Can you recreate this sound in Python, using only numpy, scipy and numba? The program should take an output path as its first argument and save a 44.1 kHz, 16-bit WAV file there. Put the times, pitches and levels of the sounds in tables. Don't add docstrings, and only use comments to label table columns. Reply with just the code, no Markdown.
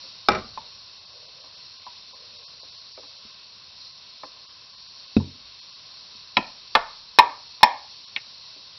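import sys
import numpy as np
from scipy import signal
from scipy.fft import rfft, irfft, next_fast_len
from scipy.io import wavfile
from scipy.ndimage import uniform_filter1d
from numba import njit

SR = 44100
rng = np.random.default_rng(int(sys.argv[2]) if len(sys.argv) > 2 else 0)


def put_to_file(sound):
    columns = np.atleast_2d(sound).T
    safe = np.clip(columns, -1, 1)
    whole_steps = np.round(safe * 32767)
    wavfile.write(sys.argv[1], SR, whole_steps.astype(np.int16))


def convert_level_to_amplitude(level_db):
    exponent = np.asarray(level_db, float) / 20
    return 10 ** exponent


N = 387198

# (frequency [Hz], level [dB per Hz])
HISS_SPECTRUM = [(15, -46.5), (40, -17.5), (91, -9.5), (206, -16), (303, -21.5), (626, -16.5), (800, -20),
                 (1500, -17), (1800, -19.5), (3200, -12.5), (3700, -5.5), (5700, -6.5), (6000, -14),
                 (6350, -54.5)]
# (centre [Hz], width [Hz], level [dB])
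CASE_RESONANCES = [(1045, 200, 11), (2660, 220, 6), (3090, 64, 4.5), (3257, 47, 0), (3840, 110, 5),
                   (3925, 50, -8), (4140, 160, 7.5), (4306, 56, 7.5), (4525, 140, 6.5), (4720, 52, 5),
                   (4866, 90, -3), (5166, 60, 7.5), (5264, 100, -4.5), (5230, 54, 5), (5510, 52, 6.5)]
# (time [s], level [dB])
HISS_DRIFT = [(0.0, -44), (0.7, -46), (4.8, -46.5), (6.2, -45.5), (7.2, -46), (8.78, -45.5)]
# (start [s], length [s], level [dB])
BRUSH_STROKES = [(0.592, 0.21, -56), (1.078, 0.56, -52), (2.12, 0.56, -54.5), (3.002, 0.255, -57.5),
                 (4.3, 0.27, -61)]
# (band centre [Hz], t60 [s], level [dB])
ROOM_BANDS = [(45, 0.9, -7.5), (150, 0.43, -8), (398, 0.34, -5.5), (950, .4, -6), (2000, .3, -9),
              (4200, 0.16, -11)]

# (frequency [Hz], level [dB], t60 [s])
NUDGE_MODES = [(200.5, -16.5, 0.05), (290, -15, 0.15), (397.8, -15, 0.14), (529, -8.5, 0.12),
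               (637, -8, 0.08), (810, -8.5, 0.061), (883, -5, 0.039), (1024, -6.5, 0.096),
               (1260, -9, 0.042), (1813, -9, 0.03), (2328, -12, 0.037)]
TOOL_MODES = [(90.2, -30, .3), (186.6, -24.5, 0.42), (248.7, -15.5, 0.14), (385, -6, .07), (621, -1, 0.045),
              (807, -3, 0.05), (1030, -5, 0.044), (1293, -1.5, 0.0404), (1620, -10.5, .03),
              (1952, -6.5, .035), (2356, -9, 0.0347), (2770, -13, 0.03), (3710, -10, .025),
              (4160, -12, 0.023), (4450, -10.5, 0.026), (5157, -12, .02), (5648, -15.5, .02)]
PANEL_MODES = [(59.7, -21, 0.22), (91, -7, .26), (138.3, -11.5, 0.25), (216.2, -0.5, 0.11),
               (255.6, 0, 0.04), (380, -17, 0.08), (537, -26.5, 0.085), (706, -22.5, 0.048),
               (930, -29.5, .05), (1400, -29, 0.033), (2590, -26.5, 0.033), (3770, -26.5, 0.033)]
TILTED_MODES = [(110.4, -22.5, .12), (214, -12, 0.085), (560, -10, 0.073), (881, -3, 0.065),
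                (1004, -5.5, 0.051), (1395, -4.5, 0.035), (1720, -7, 0.036), (2140, 0, 0.024),
                (2350, 1, 0.026), (2625, -1, 0.044), (2900, -11.5, 0.034), (3290, 1, 0.018),
                (3645, -5.5, 0.026), (3913, -0.5, 0.019), (4450, -15.5, 0.026), (5290, -9.5, 0.024)]
LOOSE_MODES = [(93.9, -27, 0.089), (168.8, -25, .1), (248, -19, 0.1), (397, -11, .08), (530, -6.5, .07),
               (698, -15, 0.17), (767, -11, .07), (870, -5.5, 0.12), (1054, -3, .07), (1130, -9.5, 0.069),
               (1180, 3, 0.06), (1786, -6.5, .05), (2140, -6, 0.046), (2482, -9.5, .05),
               (2667, -8.5, 0.056), (3008, -8.5, 0.048), (3400, -6.5, 0.032), (3936, -6, .04),
               (4470, -13, .04), (4900, -11.5, .03), (5350, -16.5, .03)]
SEATED_MODES = [(219.4, -28.5, 0.099), (249.6, -30.5, 0.14), (622, -22, 0.065), (789, -18, 0.05),
                (882, 1, 0.047), (965, -9, 0.17), (1013, 5.5, 0.04), (1144, -14, .06), (1320, -19.5, 0.023),
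                (1803, -7.5, 0.038), (2150, -13.5, 0.043), (2480, -6, 0.036), (2730, -14.5, .025),
                (3070, -12.5, 0.024), (3573, -2.5, 0.015), (3889, -1.5, 0.015), (4423, -17, 0.033),
                (4880, -16.5, 0.029), (5344, -12.5, 0.03)]
CLINK_MODES = [(228, -28, 0.06), (840, -23, .06), (1070, -22.5, 0.061), (1860, -13.5, 0.065),
               (2120, -12, 0.063), (2280, -4.5, 0.033), (2647, -6, .06), (2860, -10, 0.055),
               (3000, -11, .04), (3370, -4, 0.016), (3800, -5.5, 0.024), (4240, -2, 0.0093)]

# (time [s], peak level [dB], chatter length [s], brightness [dB per octave])
NUDGE_CONTACTS = [
    (.036, -45.5, 0.0019, -14),
    (1.44, -42, .006, -1),
    (2.13, -44, 0.0074, -3),
    (2.629, -43.5, .008, -9),
    (2.974, -35, 0.0066, -2),
    (3.03, -43.5, .006, -1.5),
    (4.2328, -27.5, 0.0019, -1),
    (8.56, -47.5, .008, -9),
]
TOOL_CONTACTS = [
    (0.2851, 2, 0.002, .3),
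    (.297, -16, 0.059, 0),
    (.317, -17, 0.0017, 2),
    (.347, -16, 0.0056, 1.5),
    (.385, -25, .004, 0),
]
PANEL_CONTACTS = [
    (5.1662, -3, 0.0012, 0),
    (3.25, -47, 0.0036, 0),
    (6.15, -50, 0.0027, 0),
    (.31, -24, 0.011, -1),
    (.37, -33, 0.015, -4.5),
    (.44, -43, .015, -4.5),
]
TILTED_CONTACTS = [
    (6.3681, -1, 0.004, -.5),
    (6.415, -34, .003, -8),
]
LOOSE_CONTACTS = [
    (6.7512, 0, 0.0036, 0.0088),
]
SEATED_CONTACTS = [
    (7.1865, 9, 0.0048, 0.5),
    (7.6305, 11, 0.0025, 2.5),
    (7.608, -33, .005, -6),
    (.575, -22.5, 0.0034, -8),
    (1.866, -31.5, 0.0037, -9),
    (5.2, -35.5, 0.005, -10),
]
CLINK_CONTACTS = [
    (8.1618, -11.5, 0.00088, 0.0068),
]
# (time [s], level [dB])
CONTACT_CRACKS = [
    (.286, -26),
    (5.166, -36),
    (6.3685, -24),
    (6.7515, -18),
    (7.187, -18),
    (7.631, -17),
]


def band(x, lo_hz, hi_hz):
    return signal.sosfilt(signal.butter(2, [lo_hz, min(hi_hz, .45 * SR)], "band", fs=SR, output="sos"), x)


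def unit(x):
    return x / np.sqrt(np.mean(x ** 2))


def walk(rate_hz):
    hold = int(SR / rate_hz)
    steps = np.repeat(rng.standard_normal(N // hold + 1), hold)
    return uniform_filter1d(steps, hold // 2)[:N]


def hiss():
    size = next_fast_len(N)
    f = np.maximum(np.fft.rfftfreq(size, 1 / SR), 1)
    hz, db = np.transpose(HISS_SPECTRUM)
    case_db = sum(peak_db / (1 + (2 * (f - centre) / width) ** 2) for centre, width, peak_db in CASE_RESONANCES)
    colour_db = np.interp(np.log(f), np.log(hz), db) + case_db
    spectrum = rfft(rng.standard_normal(size)) * convert_level_to_amplitude(colour_db)
    noise = np.zeros(N)
    for lo_hz in 15 * 2. ** np.arange(9):
        octave = irfft(spectrum * (f >= lo_hz) * (f < 2 * lo_hz), size)[:N]
        noise += octave * convert_level_to_amplitude(0.97 * walk(9))
    drift_db = np.interp(np.arange(N) / SR, *np.transpose(HISS_DRIFT))
    return unit(noise) * convert_level_to_amplitude(drift_db + 0.66)


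def shuffle():
    attack, fall_db = 0.16, 10.5
    t, strokes = np.arange(N) / SR, np.zeros(N)
    for start_s, length_s, level_db in BRUSH_STROKES:
        part = (t - start_s) / length_s
        swell = np.clip(np.minimum(part, 1 - part) / attack, 0, 1)
        strokes += convert_level_to_amplitude(level_db - fall_db * np.clip(part, 0, 1)) * swell
    rustle = unit(band(rng.standard_normal(N), 460, 640))
    return rustle * strokes * convert_level_to_amplitude(2.8 * walk(11) - 5.5)


def burst(start_s, level_db, t60_s, lo_hz, hi_hz):
    since = np.arange(N) / SR - start_s
    envelope = (since >= 0) * convert_level_to_amplitude(level_db - 60 * np.maximum(since, 0) / t60_s)
    return unit(band(rng.standard_normal(N), lo_hz, hi_hz)) * envelope


def rumble():
    return burst(.3, -44, 1.1, 20, 130)


def cracks():
    return sum(burst(s, level_db, .04, 1100, 6000) for s, level_db in CONTACT_CRACKS)


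def garage(dry):
    t = np.arange(SR) / SR
    echo = np.zeros(SR)
    for hz, t60, level_db in ROOM_BANDS:
        decay = np.exp(-np.log(1000) * t / t60)
        noise = band(rng.standard_normal(SR), hz / 1.87, hz * 1.8)
        echo += convert_level_to_amplitude(level_db) * np.sqrt(1 / (SR * t60)) * 4 * decay * noise
    build_up = np.minimum(t / 0.0069, 1)
    return signal.fftconvolve(dry, echo * build_up)[:N]


@njit
def ringing(hz, gain, decay, fill, size):
    out = np.zeros(size)
    for k in range(len(hz)):
        turn = np.exp(2j * np.pi * hz[k] / SR - decay[k])
        fill_turn = turn * np.exp(-fill[k])
        full, unfilled = gain[k] + 0j, gain[k] + 0j
        for i in range(min(size, int(12 / decay[k]))):
            out[i] += (full - unfilled).imag
            full, unfilled = full * turn, unfilled * fill_turn
    return out


def struck(modes, contacts, scatter_db=1.5, swarm_db=-9, rise=1.0, opposed=True, jolt_db=-34,
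           chatter=0.029, blunt=4.5, wet_db=0):
    out, main = np.zeros((2, N + SR)), np.array(modes, float).T
    main_hz, main_db, main_t60 = main
    t = np.arange(SR // 3) / SR
    jolt_s = .012
    jolt = convert_level_to_amplitude(jolt_db) * t / jolt_s * np.exp(1 - t / jolt_s)
    for s, level_db, chatter_s, bright_db in contacts:
        place = (np.arange(64) + rng.random(size=64)) / 64
        weak_hz = main_hz[0] * (main_hz[-1] / main_hz[0]) ** place ** .7
        weak_db = np.interp(weak_hz, main_hz, main_db) + swarm_db
        weak_t60 = np.interp(weak_hz, main_hz, main_t60)
        hz, db, t60 = np.hstack([main, [weak_hz, weak_db, weak_t60]])
        tilt_db = bright_db * np.log2(np.maximum(hz, 700) / 1000)
        gain = convert_level_to_amplitude(db + tilt_db + scatter_db * rng.standard_normal(hz.shape))
        gain = -gain * (-1.) ** (opposed * np.arange(len(hz)))
        decay = np.log(1000) / np.maximum(t60, .005) / SR
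        fill = hz / rise / SR
        ring = np.array([ringing(hz, gain, decay * quick, fill, len(t)) for quick in (1., blunt)])
        push = rng.standard_normal(4096) ** 3 * np.exp(-t[:4096] / max(chatter_s, .0002)) * chatter
        push[0] = 1
        knock = signal.fftconvolve(ring, push[None])[:, :len(t)]
        start = int(s * SR)
        out[:, start:start + len(t)] += convert_level_to_amplitude(level_db) * (knock / np.abs(knock[0]).max() + jolt)
    return out[:, :N] * convert_level_to_amplitude(np.array([[0], [wet_db]]))


def nudges():
    return struck(NUDGE_MODES, NUDGE_CONTACTS, scatter_db=2.5, swarm_db=-8.5, chatter=.03, wet_db=3)


def tool_knocks():
    return struck(TOOL_MODES, TOOL_CONTACTS, swarm_db=-8, rise=0.3, jolt_db=-28, chatter=.05, wet_db=5)


def panel_thuds():
    return struck(PANEL_MODES, PANEL_CONTACTS, scatter_db=0.9, swarm_db=-17, rise=0.41, opposed=False,
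                  jolt_db=-50.5, chatter=.02, blunt=3.1, wet_db=-6)


def clink():
    return struck(CLINK_MODES, CLINK_CONTACTS, swarm_db=-7.5, rise=.6, jolt_db=-44, chatter=0.018, wet_db=0)


def hammer_blows():
    tilted = struck(TILTED_MODES, TILTED_CONTACTS, scatter_db=1.05, swarm_db=-7.5, jolt_db=-37.5,
                    chatter=.03, wet_db=7)
    loose = struck(LOOSE_MODES, LOOSE_CONTACTS, scatter_db=0.7, swarm_db=-8.5, jolt_db=-30,
                   chatter=.015, wet_db=4.5)
    seated = struck(SEATED_MODES, SEATED_CONTACTS, scatter_db=1.07, swarm_db=-17, rise=.6, jolt_db=-46,
                    chatter=0.027, blunt=2.8, wet_db=-3)
    return tilted + loose + seated


def scene():
    background = hiss() + shuffle() + rumble()
    direct, to_room = nudges() + tool_knocks() + panel_thuds() + clink() + hammer_blows()
    return (background + direct + garage(to_room) + cracks())[None]


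def thin_out(x):
    threshold_db, spread_db, patchy_db = -78, 3, 3
    f, t, z = signal.stft(x, SR, window="cosine", nperseg=1024)
    rate_hz = np.where((t > .5) & (t < 5.9), 10, .5)
    gaps = uniform_filter1d(1. * (rng.random(len(t)) < rate_hz * t[1]), size=2) > 0
    patches = np.repeat(rng.standard_normal((len(f) // 8 + 1, len(t))), 8, axis=0)[:len(f)]
    depth_db = spread_db * uniform_filter1d(rng.standard_normal(len(t)), size=2)
    depth_db = depth_db + patchy_db * uniform_filter1d(patches, size=2)
    threshold = convert_level_to_amplitude(threshold_db + depth_db) * gaps * (f[:, None] < 3600)
    return signal.istft(z * (np.abs(z) >= threshold), SR, window="cosine", nperseg=1024)[1][..., :N]


def top_cut(x):
    return signal.sosfilt(signal.butter(12, 6250, fs=SR, output="sos"), x)


def record(dry):
    overloaded = np.clip(dry, -1.02, 1.02)
    coupled = signal.sosfilt(signal.butter(1, 45, "high", fs=SR, output="sos"), overloaded)
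    narrow = signal.sosfilt(signal.cheby2(12, 60, 6787.5, fs=SR, output="sos"), coupled)
    mix = np.clip(thin_out(narrow), -1, 1)
    return top_cut(mix)


dry = scene()
out = record(dry)
put_to_file(out)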